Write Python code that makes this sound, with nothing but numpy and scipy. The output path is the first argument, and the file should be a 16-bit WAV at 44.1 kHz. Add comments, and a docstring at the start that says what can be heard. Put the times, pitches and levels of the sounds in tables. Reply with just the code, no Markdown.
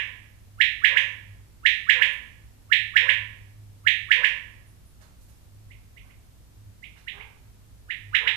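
"""A bare, echoing room, with quail in cloth-covered cages to the right of a stereo microphone.
They call in threes, each note one fast, whip-like upward whistle; a soft throaty grunt links the
second note to the third. One bird calls steadily; a second starts shyly and swells.
Feathers and straw rustle faintly over a low rumble and a wavering hum."""
import sys
import numpy as np
from scipy import signal
from scipy.fft import rfft, irfft, next_fast_len
from scipy.io import wavfile
from scipy.ndimage import uniform_filter1d, map_coordinates

SR = 44100
rng = np.random.default_rng(int(sys.argv[2]) if len(sys.argv) > 2 else 0)


def digitize_waveform(pressure):
    """Quantize a signal to 16-bit integers and store it at the path in sys.argv[1].

    Rows of a 2-D input are taken as channels; values are limited to [-1, 1].
    """
    field = np.atleast_2d(pressure).T
    bounded = np.clip(field, -1, 1)
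    quanta = np.round(bounded * 32767).astype(np.int16)
    wavfile.write(sys.argv[1], SR, quanta)


N = 368676
LEAD = SR // 2  # samples before time zero, where the first call begins


# The steady bird's calls: start_s, long_gap_s, short_gap_s, level_db, top_hz
STEADY_CALLS = [(-.447, .237, .128, -1.2, 4100), (.6066, .236, .1245, -1.8, 4150),
                (1.6567, .2365, .124, -1.4, 4150), (2.7208, .2415, .1255, -1.5, 4200),
                (3.8692, .2425, .128, -2.1, 4000)]
# Its three notes: level_db, brightness_db_per_octave, start_pitch_ratio, top_pitch_ratio
PHRASE = [(-1.17, 1, 0.99, 1.01), (.5, -1.6, 0.97, 0.93), (-1.65, -0.17, 0.96, 0.86)]

def steady_bird(grunt_delay_s=.033, grunt_db=-41, grunt_hz=523.4):
    """Notes and grunts of a quail repeating one phrase, grunting after each middle note."""
    notes, grunt_rows = [], []
    for s, long_gap_s, short_gap_s, db, top_hz in STEADY_CALLS:
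        onsets = s + np.cumsum([0, long_gap_s, short_gap_s])
        for onset, (note_db, bright_db, ratio, top_ratio) in zip(onsets, PHRASE):
            notes.append((onset, db + note_db, bright_db, ratio, top_hz * top_ratio))
        grunt_rows.append((s + long_gap_s + grunt_delay_s, grunt_db, grunt_hz))
    return notes, grunt_rows


# The shy bird's notes: start_s, effort_db, brightness_db_per_octave, start_pitch_ratio
SHY_NOTES = [(5.712, -42, -4, 1.108), (5.973, -41, -1, 1.105), (6.102, -49, -2, 1.1),
             (6.836, -33, -1.5, 1.134), (7.078, -25, 4, 1.02), (7.2061, -31.5, -8, 1.144),
             (7.9039, -18.5, -5.5, 1.016), (8.1462, -7, -1.5, .962), (8.2714, -9, 1, .955)]

def shy_bird(full_top_hz=4030, sag_hz_per_db=8.6):
    """Notes of the second quail: effort sets how loud each is and how high it climbs."""
    return [(s, db, bright_db, ratio, full_top_hz + sag_hz_per_db * db)
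            for s, db, bright_db, ratio in SHY_NOTES]


def whip_shape(t, pitch_hz, creep_hz_per_s, leap_hz, crack_s, crack_width_s,
               lead_db, lead_s, early_s, attack_s):
    """Pitch and loudness of a note: a soft lead-in, full voice near t = 0, shut after the crack."""
    scoop = 50 * step(-t - .011, .0028)  # starts 50 Hz flat
    glide = pitch_hz + creep_hz_per_s * t + leap_hz * step(t - crack_s, crack_width_s) - scoop
    lead_in = amp(lead_db) * step(t + lead_s, width_s=.0035)
    voice = step(t + early_s, attack_s)
    release = step(crack_s + .0035 - t, width_s=.0006)
    return glide, (lead_in * (1 - voice) + voice) * release


# Each bird's glide and attack, keyed by the arguments of whip_shape
STEADY_WHIP = dict(pitch_hz=1815, creep_hz_per_s=21600, leap_hz=2515, crack_s=.00856, crack_width_s=.00133, lead_db=-21, lead_s=.017, early_s=0.0042, attack_s=0.00049)
SHY_WHIP = dict(pitch_hz=1870, creep_hz_per_s=29000, leap_hz=2052, crack_s=0.0043, crack_width_s=0.00082, lead_db=-7, lead_s=0.0097, early_s=0.000014, attack_s=0.0014)
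# Throat resonance: pitch_hz, gain_db
THROAT = [(1200, -6), (1500, -16), (1650, -11.5), (1800, -7.5), (2050, -4.5), (2450, -0.1), (3000, -3.5),
          (3550, -6.5), (3950, -13), (4400, -34)]
# Spectra of the whistle's harmonics and of its breath: frequency_hz, level_db
OVERTONES = [(2800, -12), (3400, -20), (4400, -27), (5500, -41), (8000, -52), (11000, -52.5)]
RASP = [(400, -54.5), (1200, -36), (3500, -3.5), (4600, -0.5), (5800, -0.5), (10000, -10), (14000, -17)]

def whistles(notes, whip, rasp_db, waver, rasp_db_per_octave=4):
    """Each note creeps upward, then cracks up by about an octave within a few milliseconds."""
    track = np.zeros(N + LEAD)
    t = np.arange(-.03, .018, 1 / SR)
    glide, swell = whip_shape(t, **whip)
    for s, db, bright_db, ratio, top_hz in notes:
        # a shy note starts higher and so has less far to climb
        hz = glide * ratio ** np.log2(glide[-1] / glide)
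        hz *= 1 + waver * wobble(400, size=4096)[:len(t)]
        octaves = np.log2(hz / 2000)
        phase = 2 * np.pi * np.cumsum(hz) / SR
        tone = np.sin(phase) + sum(amp(along(OVERTONES, k * hz)) * np.sin(k * phase) for k in range(2, 6))
        # air torn by the syrinx hisses above the tone, more as it climbs
        breath = noise(4096, lambda f: amp(along(RASP, f)))[:len(t)]
        rasp = amp(rasp_db + rasp_db_per_octave * octaves) * breath
        level = swell * amp(db + along(THROAT, hz) + bright_db * octaves)
        level /= 1 + (hz / top_hz) ** 30  # the voice gives out at its top pitch
        add(track, s + t[0], level * (tone + rasp))
    return track


# The throat in a grunt: frequency_hz, gain_db
GRUNT_THROAT = [(330, -18.5), (420, -8.5), (540, -4), (720, -10), (1000, 2), (1300, -9), (1600, -2.5),
                (2500, -30)]
# The shy bird's grunts, growing with its calls: start_s, level_db, pitch_hz
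SHY_GRUNTS = [(6.01, -63.5, 384.5), (7.12, -48, 418.6), (8.185, -41, 454)]

def grunts(rows, length_s=.125, rise=.14, roughness=.07, husk_db=-7):
    """Hoarse, slightly rising low notes; the throat shapes both tone and husky noise."""
    track = np.zeros(N + LEAD)
    progress = np.arange(0, 1, 1 / (length_s * SR))
    for s, db, pitch_hz in rows:
        jitter = roughness * wobble(300, size=SR // 2)[:len(progress)]
        hz = pitch_hz * (1 + rise * (progress - .5) + jitter)
        phase = 2 * np.pi * np.cumsum(hz) / SR
        tone = sum(amp(along(GRUNT_THROAT, k * hz)) * np.sin(k * phase) for k in range(1, 5))
        husk = noise(SR // 2, lambda f: amp(along(GRUNT_THROAT, f)) * (f > 330) * (f < 2500))
        add(track, s, amp(db) * np.sin(np.pi * progress) * (tone + amp(husk_db) * husk[:len(tone)]))
    return track


# Stirrings in the cages: start_s, level_db, centre_hz, width_octaves, length_s
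RUSTLES = [(2.118, -55.5, 9000, .5, 0.015), (4.664, -63, 9800, .15, 0.02), (4.854, -61, 10000, 0.16, 0.019),
           (5, -60.5, 900, 0.79, 0.045), (5.007, -54, 3390, 1, 0.017), (5.201, -60, 8030, 0.98, .03),
           (5.275, -58, 6000, 3.4, .03), (6.957, -55, 1730, 1.1, 0.031)]

def rustles():
    """Feather and straw brush together in brief bands of noise."""
    track, t = np.zeros(N + LEAD), np.arange(SR // 4) / SR
    for s, db, centre_hz, octaves, length_s in RUSTLES:
        brush = noise(len(t), lambda f: np.exp(-.5 * (np.log2((f + 1) / centre_hz) / octaves) ** 2))
        age = 2 * t / length_s
        add(track, s, amp(db) * age * np.exp(1 - age) * brush)
    return track


# Straight path through the cloth to the microphone: frequency_hz, gain_db
CLOTH = [(1800, 0.5), (2100, 4), (2400, -9.5), (2900, 3.5), (3300, -10.5), (4200, -14.5), (8000, -2.5)]
# Early wall echoes from each bird's cage: delay_ms, gain
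STEADY_WALLS = [(6.3, 0.44), (13.5, 0.18), (22, 0.24), (34.5, 0.07), (41, 0.23)]
SHY_WALLS = [(5.5, 0.93), (11, 0.25), (17, 0.54), (22, 0.6), (39, 0.5)]
# Time the room takes to fall by 60 dB: frequency_hz, decay_s
ROOM_T60 = [(300, .6), (1000, 0.82), (1800, 0.64), (2800, 0.61), (3800, 0.6), (5000, 0.56), (12000, 0.56)]
# The room's strongest modes: frequency_hz, level_db
ROOM_MODES = [(1776, -49.5), (1938, -47), (2040, -44.5), (2239, -40.5), (2385, -46.5), (2498, -40),
              (2552, -48.5), (2665, -47.5), (2805, -49.5), (2864, -45.5), (2923, -49), (3025, -48),
              (3149, -49.5), (3208, -51.5)]

def room(x, walls, tail_db, modes_db, build_s, near_db, near_s, cage_db, cage_s):
    """Cage to microphone: sound through the cloth, scatter off the bars, echoes and a ringing tail."""
    t = np.arange(SR) / SR
    hz, frame_s, bands = signal.stft(rng.standard_normal((2, SR)), SR, nperseg=256)
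    # countless crossing echoes keep the energy of each band steady
    power = smooth_power(bands, 5)
    bands *= np.sqrt(power.mean() / power)
    decay = amp(-60 * frame_s / along(ROOM_T60, hz)[:, None])
    tail = signal.istft(bands * decay, SR, nperseg=256)[1][:, :SR]
    ring = sum(amp(db - 60 * t / along(ROOM_T60, f)) * np.sin(2 * np.pi * (f * t + rng.random((2, 1))))
               for f, db in ROOM_MODES)
    # the corner near the cages answers first and dies sooner than the whole room
    near = amp(near_db * np.exp(-t / near_s))
    response = amp(tail_db) * even(tail * near) + amp(modes_db) * unit(ring) * near
    response *= 1 - np.exp(-t / build_s)
    response += amp(cage_db) * (t / cage_s) * np.exp(1 - t / cage_s) * rng.standard_normal((2, SR))
    for ms, gain in walls:
        response[:, round(ms * SR / 1000)] += gain
    echoes = signal.fftconvolve(x[None], response[:, :SR * 2 // 3], axes=1)[:, :len(x)]
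    direct = filtered(x, lambda f: amp(along(CLOTH, f)))
    return (direct + echoes)[:, LEAD:]


# Swells of the hum: peak_s, level_db, length_s
HUM_SWELLS = [(.25, -54, 0.6), (.55, -47, 0.13), (1.22, -50.5, 0.51), (1.98, -50.5, 0.13),
              (2.92, -49.5, .25), (3.48, -46.5, 0.72), (4.52, -54, 0.23), (5.659, -47.5, 0.19),
              (6.68, -50.5, 0.17), (8.12, -48, 0.13)]

def hum(pitch_hz=101.9, drift_hz=2.4, steady_db=-60.5, flutter_db=3.5):
    """A low, wavering tone that never stops; bell-shaped swells ride on it."""
    t = np.arange(N) / SR
    swells = sum(amp(db) ** 2 * np.exp(-(2 * (t - s) / length_s) ** 2) for s, db, length_s in HUM_SWELLS)
    level = np.sqrt(amp(steady_db) ** 2 + swells) * amp(flutter_db * wobble(22, size=N))
    hz = pitch_hz + drift_hz * wobble(17, size=N)
    return level * unit(np.sin(2 * np.pi * np.cumsum(hz) / SR))


# Spectrum of the room's rumble and hiss: frequency_hz, level_db
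AIR = [(20, -3), (35, 0.5), (55, 5), (75, -2.5), (110, -4), (160, -11), (250, -14.5), (400, -21),
       (700, -25), (1500, -29.5), (4000, -32.5), (14000, -34.5)]
# Their likeness at the microphone's two ports: frequency_hz, correlation
PORT_LIKENESS = [(30, .88), (70, .96), (130, .8), (300, .45), (800, .1), (3000, 0)]
# Room tone at the left port: frequency_hz, gain_db
LEFT_GAIN = [(60, -1.8), (300, -2.5), (2000, -1.2), (10000, -.5)]
# Its phase against the right port: frequency_hz, lead_rad
LEFT_PHASE = [(30, -1.9), (100, -0.35), (400, -1.2)]

def room_tone(air_db=-51):
    """Behind the birds: rumble alike in both ports, hiss unrelated between them, and the hum."""
    def mid_and_side(hz):
        spread = np.arccos(along(PORT_LIKENESS, hz)) / 2
        return amp(along(AIR, hz)) * [np.cos(spread), np.sin(spread)]
    mid, side = filtered(rng.standard_normal((2, N)), mid_and_side)
    left, right = amp(air_db) * unit(np.array([mid + side, mid - side])) + hum()
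    left = filtered(left, lambda hz: amp(along(LEFT_GAIN, hz)) * np.exp(1j * along(LEFT_PHASE, hz)))
    return np.array([left, right])


def amp(db):
    """Decibels to amplitude."""
    return 10 ** (np.asarray(db) / 20)


def unit(x):
    """Scale to an RMS of one."""
    return x / np.sqrt(np.mean(x ** 2) + 1e-20)


def along(points, hz):
    """Read (frequency_hz, value) points on a log axis."""
    f, values = np.transpose(points)
    return np.interp(np.log(hz + 1), np.log(f + 1), values)


def filtered(x, response):
    """Multiply the spectrum by response(hz)."""
    n = x.shape[-1]
    padded = next_fast_len(n + 8192)
    return irfft(rfft(x, padded) * response(np.fft.rfftfreq(padded, 1 / SR)), padded)[..., :n]


def noise(size, response):
    """Coloured noise with an RMS of one."""
    return unit(filtered(rng.standard_normal(size), response))


def wobble(rate, size):
    """A smooth random curve, rate knots a second."""
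    return map_coordinates(rng.standard_normal(int(size * rate / SR) + 4), [np.arange(size) * rate / SR])


def step(t, width_s):
    """A smooth rise from 0 to 1 around t = 0."""
    return .5 + .5 * np.tanh(t / (2 * width_s))


def smooth_power(z, size):
    """Running mean of power along the last axis."""
    return np.abs(uniform_filter1d(np.abs(z) ** 2, size)) + 1e-12


def even(tail, narrow_hz=45, wide_hz=900):
    """Spread a one-second tail's energy evenly among neighbouring frequencies."""
    z = rfft(tail)
    return irfft(z * np.sqrt(smooth_power(z, wide_hz) / smooth_power(z, narrow_hz)), SR)


def add(track, s, sound):
    """Mix a sound into a track that begins LEAD samples before time zero."""
    part = track[max(0, LEAD + round(s * SR)):][:len(sound)]
    part += sound[:len(part)]


# Shading of the left port, on the side away from the cages: frequency_hz, gain_db
LEFT_SHADE = [(200, -1.5), (500, -8.5), (1000, -9), (1700, -20), (3000, -26.5), (8000, -24.5)]

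def scene(lag_s=.0003):
    """The cages hang to the right: the microphone's left port hears them later and much fainter."""
    steady_notes, steady_grunts = steady_bird()
    steady = room(whistles(steady_notes, STEADY_WHIP, rasp_db=-35, waver=.008), STEADY_WALLS,
                  tail_db=-38, modes_db=-71.5, build_s=.0094,
                  near_db=12, near_s=.11, cage_db=-27, cage_s=.0027)
    shy = room(whistles(shy_bird(), SHY_WHIP, rasp_db=-38.5, waver=.0095), SHY_WALLS,
               tail_db=-34, modes_db=-75, build_s=.0018,
               near_db=11, near_s=.12, cage_db=-25, cage_s=.0011)
    soft = room(grunts(steady_grunts + SHY_GRUNTS) + rustles(), STEADY_WALLS,
                tail_db=-34.5, modes_db=-74, build_s=.006,
                near_db=3.5, near_s=.09, cage_db=-30, cage_s=.0047)
    left, right = steady + shy + soft
    shaded = filtered(left, lambda hz: amp(along(LEFT_SHADE, hz)) * np.exp(-2j * np.pi * hz * lag_s))
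    return np.array([shaded, right]) + room_tone()


def record(dry):
    """Peaks clip at full scale, and the treble ends steeply at 14.3 kHz."""
    return filtered(np.clip(dry, -1, 1), lambda hz: 1 / (1 + (hz / 14300) ** 200))


dry = scene()
out = record(dry)
digitize_waveform(out)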